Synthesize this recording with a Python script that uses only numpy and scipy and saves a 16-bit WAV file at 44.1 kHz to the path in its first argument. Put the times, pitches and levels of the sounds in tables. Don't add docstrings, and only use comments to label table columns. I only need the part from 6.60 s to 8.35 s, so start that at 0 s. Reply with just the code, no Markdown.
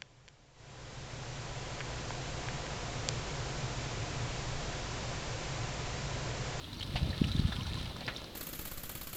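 import sys
import numpy as np
from scipy import signal
from scipy.fft import rfft, irfft
from scipy.io import wavfile
from scipy.ndimage import uniform_filter1d

SR = 44100
rng = np.random.default_rng(int(sys.argv[2]) if len(sys.argv) > 2 else 0)


def bounce(signal):
    frames = np.transpose(np.atleast_2d(signal))
    limited = np.clip(frames, -1, 1)
    pcm = np.round(limited * 32767).astype(np.int16)
    wavfile.write(sys.argv[1], SR, pcm)


N = 77175

# [f/Hz, relative level/dB per Hz]
SPLASH_SPECTRUM = [(200, -13.5), (600, -5.5), (1200, -3.5), (2300, -4.5), (3100, -2.5), (3900, 2.5),
                   (4600, -5.5), (5600, -9.5), (7000, -18.5), (10000, -16.5), (11000, -33), (17000, -50)]


def amp(db):
    return 10 ** (np.asarray(db) / 20)


def evened(x):
    return x / np.sqrt(np.mean(x ** 2) + 1e-20)


def decay(t, t60_s):
    return np.exp(-np.log(1000) * t / t60_s)


def read(points, hz):
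    f, value = np.transpose(points)
    return np.interp(np.log(hz + 1), np.log(f + 1), value)


def level(curve):
    return amp(np.interp(np.arange(N) / SR, *np.transpose(curve)))


def add(mix, s, sound):
    part = mix[max(round(s * SR), 0):][:len(sound)]
    part += sound[:len(part)]


def colour(x, points, tilt_db_per_octave=0, size=4096):
    hz = abs(np.fft.fftfreq(size, 1 / SR))
    octaves = np.log2(np.clip(hz, 600, 5500) / 2000)
    log_gain = np.log(amp(read(points, hz) + tilt_db_per_octave * octaves))
    taps = np.fft.ifft(np.exp(np.conj(signal.hilbert(log_gain)))).real[:size // 2]
    return signal.fftconvolve(x, taps)[:len(x)]


def impacts(per_s, spread_db):
    size = amp(spread_db * np.minimum(rng.exponential(1, N), 3.5))
    sign = rng.choice([-1, 1], N)
    return size * sign * (rng.random(N) < per_s / SR)


def ping(hz, t60_s):
    rise_s, glide_per_s = 0.00023, 1.8
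    t = np.arange(SR // 12) / SR
    envelope = (1 - np.exp(-(t / rise_s) ** 2)) * decay(t, t60_s)
    note = np.sin(2 * np.pi * hz * t * (1 + glide_per_s * t / 2))
    return envelope / envelope.max() * note


def bubbles(per_s, centre_hz, octaves, t60_s, count=32):
    share = (np.arange(count) + .5) / count
    pitches_hz = centre_hz * 2 ** (octaves * np.log(share / (1 - share)) / 2)
    total = 0
    for hz in pitches_hz:
        clicks = impacts(per_s / count, spread_db=3.6)
        total = total + signal.oaconvolve(clicks, ping(hz, t60_s))[:N]
    return evened(total)


def splashing(size=256):
    flicker_db, patch_db = 1.0, 2.2
    hz, t, z = signal.stft(rng.standard_normal(N), SR, nperseg=size)
    flicker = evened(uniform_filter1d(rng.standard_normal(len(t)), size=5))
    patches = uniform_filter1d(rng.standard_normal(z.shape), size=6, axis=0)
    patches = evened(uniform_filter1d(patches, size=5, axis=1))
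    gain_db = read(SPLASH_SPECTRUM, hz)[:, None] + flicker_db * flicker + patch_db * patches
    return evened(signal.istft(z * amp(gain_db), SR, nperseg=size)[1][:N])


def trickle():
    # [t/s, relative level/dB]
    flow = [(0, -7), (.2, -6.5), (.33, -1.5), (.5, -2.5), (.7, 0.5), (.85, 0), (1.0, 0), (1.2, 0),
            (1.35, -5), (1.6, -4.5), (1.75, -15)]
    spray_db, spatter_db, bubble_db, gurgle_db = -51.5, -53, -54, -58.5
    spatter = evened(colour(impacts(per_s=600, spread_db=4.5), SPLASH_SPECTRUM))
    small = bubbles(per_s=380, centre_hz=3627, octaves=0.319, t60_s=0.016)
    gurgles = bubbles(per_s=90, centre_hz=1512, octaves=0.6, t60_s=0.056)
    water = amp(spray_db) * splashing() + amp(spatter_db) * spatter
    water = water + amp(bubble_db) * small + amp(gurgle_db) * gurgles
    return level(flow) * water


def slosh():
    # [t/s, level/dB]
    slosh_curve = [(0, -58), (.2, -68), (.34, -48.5), (.37, -49.5), (.52, -44), (.6, -52), (.9, -55.5),
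                   (1.15, -54), (1.33, -54), (1.42, -49), (1.6, -49.5), (1.75, -53.5)]
    # [f/Hz, relative level/dB per Hz]
    slosh_spectrum = [(150, 4.5), (350, -9.5), (530, 2), (830, -9), (1050, -18), (1600, -26), (3000, -10),
                      (8000, -58)]
    return level(slosh_curve) * evened(colour(rng.standard_normal(N), slosh_spectrum))


def field_hush():
    # [f/Hz, relative level/dB per Hz]
    field_spectrum = [(25, -1), (110, -4.5), (250, 3.5), (380, 0), (520, -8), (900, -7.5), (2400, -16),
                      (3300, -10.5), (4000, -5.5), (4700, -15.5), (7000, -23.5), (10000, -27.5),
                      (11000, -25), (17000, -28)]
    return amp(-51) * evened(colour(rng.standard_normal(N), field_spectrum))


def wind(size=2200):
    # [t/s, level/dB]
    gust = [(0, -50.5), (.17, -46), (.33, -39.5), (.40, -40.5), (.435, -32.5), (.51, -34), (.56, -44.5),
            (.61, -37), (.66, -31.5), (.72, -37), (.85, -33), (.91, -39.5), (1.0, -40), (1.12, -38),
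            (1.26, -41.5), (1.42, -50.5), (1.48, -44.5), (1.75, -67.5)]
    # [f/Hz, relative level/dB per Hz]
    rumble_spectrum = [(15, -46), (35, -5), (60, 0), (95, 3), (160, -4.5), (230, -10.5), (320, -16),
                       (500, -35.5), (1000, -50), (3000, -66), (6000, -110)]
    # [t/s, f/Hz, level at t/dB]
    buffets = [(0.3597, 97, -25), (0.4316, 93, -20.5), (0.6184, 180, -12.5), (0.502, 125, -26),
               (0.7533, 138, -21), (0.7968, 144, -19), (0.8544, 101, -17.5), (0.989, 125, -26.5),
               (1.1102, 88, -30.5)]
    eddy_db, eddy_s = 4.5, 0.021
    lean, rebound = 0.27, 1.04
    lumps = evened(uniform_filter1d(rng.standard_normal(N + size), round(eddy_s * SR)))
    rumble = colour(rng.standard_normal(N + size) * amp(eddy_db * lumps), rumble_spectrum)
    rumble = (rumble / np.sqrt(uniform_filter1d(rumble ** 2, size) + 1e-20))[size:]
    out = level(gust) * rumble
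    for s, hz, db in buffets:
        u = np.pi * hz * (np.arange(N) / SR - s)
        pulse = (1 - 2 * rebound * u ** 2 + lean * u) / (1 + u ** 2 / 2) ** np.pi
        out = out + amp(db) * pulse
    return out


def drops():
    # [t/s, starting f/Hz, level/dB, ring t60/s]
    near_drops = [(0.043, 3260, -40, .02), (0.1313, 3920, -35, 0.01), (0.143, 4870, -43, 0.0089),
                  (.196, 4420, -39, 0.017), (0.2089, 3170, -31.5, 0.025), (0.2274, 3240, -29.5, 0.013),
                  (0.2307, 3750, -29.5, 0.013), (.502, 3980, -37, 0.037), (.529, 1855, -37.5, 0.026),
                  (.579, 3720, -33, 0.011), (0.614, 3660, -51, 0.028), (0.639, 1980, -40, 0.024),
                  (0.6414, 2900, -26.5, 0.012), (0.7166, 3786, -30, 0.02), (0.7636, 3610, -33.5, .012),
                  (0.792, 4000, -41, 0.031), (.920, 3530, -37.5, 0.024), (0.9228, 1610, -36, 0.026),
                  (.926, 3790, -37.5, 0.037), (0.9653, 3200, -29, 0.004), (1.009, 3100, -37, 0.019),
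                  (1.0693, 3800, -34.5, 0.013), (1.134, 3750, -33, 0.006), (1.361, 1236, -42, 0.026),
                  (1.408, 4230, -38, 0.011), (1.4658, 4750, -34.5, 0.0054), (1.563, 3660, -30.5, 0.0081),
                  (1.57, 5470, -38.5, 0.011), (1.643, 4400, -33.5, 0.0026)]
    tick_gain, fizz_gain = 0.58, 0.39
    fizz_octaves, fizz_linger = 0.28, 2.5
    out, hz_bins = np.zeros(N), np.fft.rfftfreq(SR // 12, 1 / SR)
    for s, hz, db, t60_s in near_drops:
        note = ping(hz, t60_s)
        t = np.arange(len(note)) / SR
        near = 1 / (1 + (np.log2((hz_bins + 1) / hz) / fizz_octaves) ** 2)
        fizz = evened(irfft(rfft(rng.standard_normal(len(t))) * near, len(t)))
        fizz *= np.minimum(t / 0.00067, 1) * decay(t, t60_s * fizz_linger)
        tick = colour(signal.unit_impulse(len(t)), SPLASH_SPECTRUM)
        add(out, s, amp(db) * (note + fizz_gain * fizz + tick_gain * tick / abs(tick).max()))
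    return out


def ticks():
    # [t/s, peak level/dB]
    tick_hits = [(.129, -42), (.1325, -41), (.1445, -43), (0.1988, -37), (0.2267, -40), (0.2323, -52),
                 (0.396, -36), (.494, -33.5), (.727, -45), (0.766, -36), (1.067, -34.5), (1.1431, -33.5),
                 (1.213, -35), (1.366, -32.5), (1.465, -42), (1.554, -45), (1.6183, -32), (1.6438, -35)]
    # [f/Hz, relative level/dB per Hz]
    tick_spectrum = [(1000, 3), (3000, -8.5), (4700, -6), (6000, -7), (8500, -11), (11000, -31.5),
                     (17000, -43)]
    burst_gain, burst_t60_s = 0.36, 0.011
    out, t = np.zeros(N), np.arange(SR // 20) / SR
    for s, db in tick_hits:
        burst = burst_gain * rng.standard_normal(len(t)) * decay(t, burst_t60_s)
        tick = colour(signal.unit_impulse(len(t)) + burst, tick_spectrum)
        add(out, s, amp(db) * tick / abs(tick).max())
    return out


def splats():
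    # [t/s, level/dB, t60/s, brightness/dB per octave]
    dollops = [(.150, -53, 0.13, 6), (.227, -53, 0.091, -3), (.263, -50.5, 0.12, 18),
               (.355, -38, 0.11, -1.5), (.360, -35, 0.13, 2.5), (.501, -48, .09, -2), (.670, -48, 0.18, 17),
               (.919, -45, 0.11, -1), (1.184, -45.5, 0.17, 5), (1.255, -40, 0.044, 2),
               (1.306, -43, 0.049, -5.5), (1.408, -42.5, 0.15, -1)]
    # [f/Hz, relative level/dB per Hz]
    dollop_spectrum = [(200, -25), (750, 3), (1200, -10.5), (2100, -4.5), (2800, -2.5), (4300, -6),
                       (5300, -17.5), (7000, -27.5), (11000, -38), (17000, -54)]
    rise_s = 0.0022
    out, t = np.zeros(N), np.arange(SR // 5) / SR
    for s, db, t60_s, bright_db in dollops:
        grains = impacts(per_s=5000, spread_db=5.5)[:len(t)]
        grains = evened(colour(grains, dollop_spectrum, bright_db))
        envelope = np.minimum(t / rise_s, 1) * decay(np.maximum(t - rise_s, 0), t60_s)
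        add(out, s, amp(db) * envelope * grains)
    return out


def clacks():
    # [t/s, level/dB, first-contact knock gain, wood ring re force/dB]
    clack_hits = [(1.479, -34, 2.4, -9.5)]
    # [f/Hz, relative level/dB, t60/s]
    wood_modes = [(1190, -30, 0.051), (1480, -13, 0.061), (1670, -22, 0.047), (1950, 3, 0.035),
                  (2700, -18, .03), (3150, -15, 0.018)]
    # [f/Hz, relative level/dB per Hz]
    rattle_spectrum = [(150, -22), (600, -6.5), (1200, -1.5), (2000, 0.5), (3300, -7), (4400, -13),
                       (5500, -21), (10000, -44), (17000, -40)]
    # [f/Hz, relative level/dB per Hz]
    edge_spectrum = [(500, -12), (1800, -2), (2900, -4), (4300, -6), (5300, -23), (10000, -34),
                     (17000, -46)]
    rise_s, hold_s, t60_s = 0.0027, 0.0047, 0.087
    tail_db, tail_t60_s = -17.5, 0.43
    edge_db, edge_t60_s = -34, 0.028
    out, t = np.zeros(N), np.arange(SR // 4) / SR
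    after_s = np.maximum(t - hold_s, 0)
    fall = decay(after_s, t60_s) + amp(tail_db) * decay(after_s, tail_t60_s)
    chatter = np.minimum(.5 + .5 * t / rise_s, 1) * fall
    ring = sum(amp(db) * decay(t, mode_t60_s) * np.sin(2 * np.pi * hz * t)
               for hz, db, mode_t60_s in wood_modes)
    for s, db, knock, wood_db in clack_hits:
        first = colour(signal.unit_impulse(len(t)), rattle_spectrum)
        rattle = evened(colour(rng.standard_normal(len(t)), rattle_spectrum))
        force = chatter * rattle + knock * first / abs(first).max()
        body = evened(signal.fftconvolve(force, ring)[:len(t)]) * force.std()
        edge = evened(colour(rng.standard_normal(len(t)), edge_spectrum)) * decay(t, edge_t60_s)
        add(out, s, amp(db) * (force + amp(wood_db) * body) + amp(edge_db) * edge)
    return out


def banks(x):
    scatter_db, t60_s, echoes_per_s = -8.5, 0.039, 2000
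    t = np.arange(SR // 5) / SR
    taps = rng.standard_normal(len(t)) * (rng.random(len(t)) < echoes_per_s / SR) * (t > .002)
    taps = taps * decay(t, t60_s)
    return x + amp(scatter_db) * signal.fftconvolve(x, taps / np.linalg.norm(taps))[:N]


def scene():
    water = banks(trickle() + drops()) + slosh() + ticks() + splats()
    return (water + field_hush() + wind() + clacks())[None]


def record(dry):
    lowpass = signal.firwin(511, 17050, window=("kaiser", 9), fs=SR)
    return signal.oaconvolve(dry, lowpass[None], "same")


dry = scene()
out = record(dry)
bounce(out)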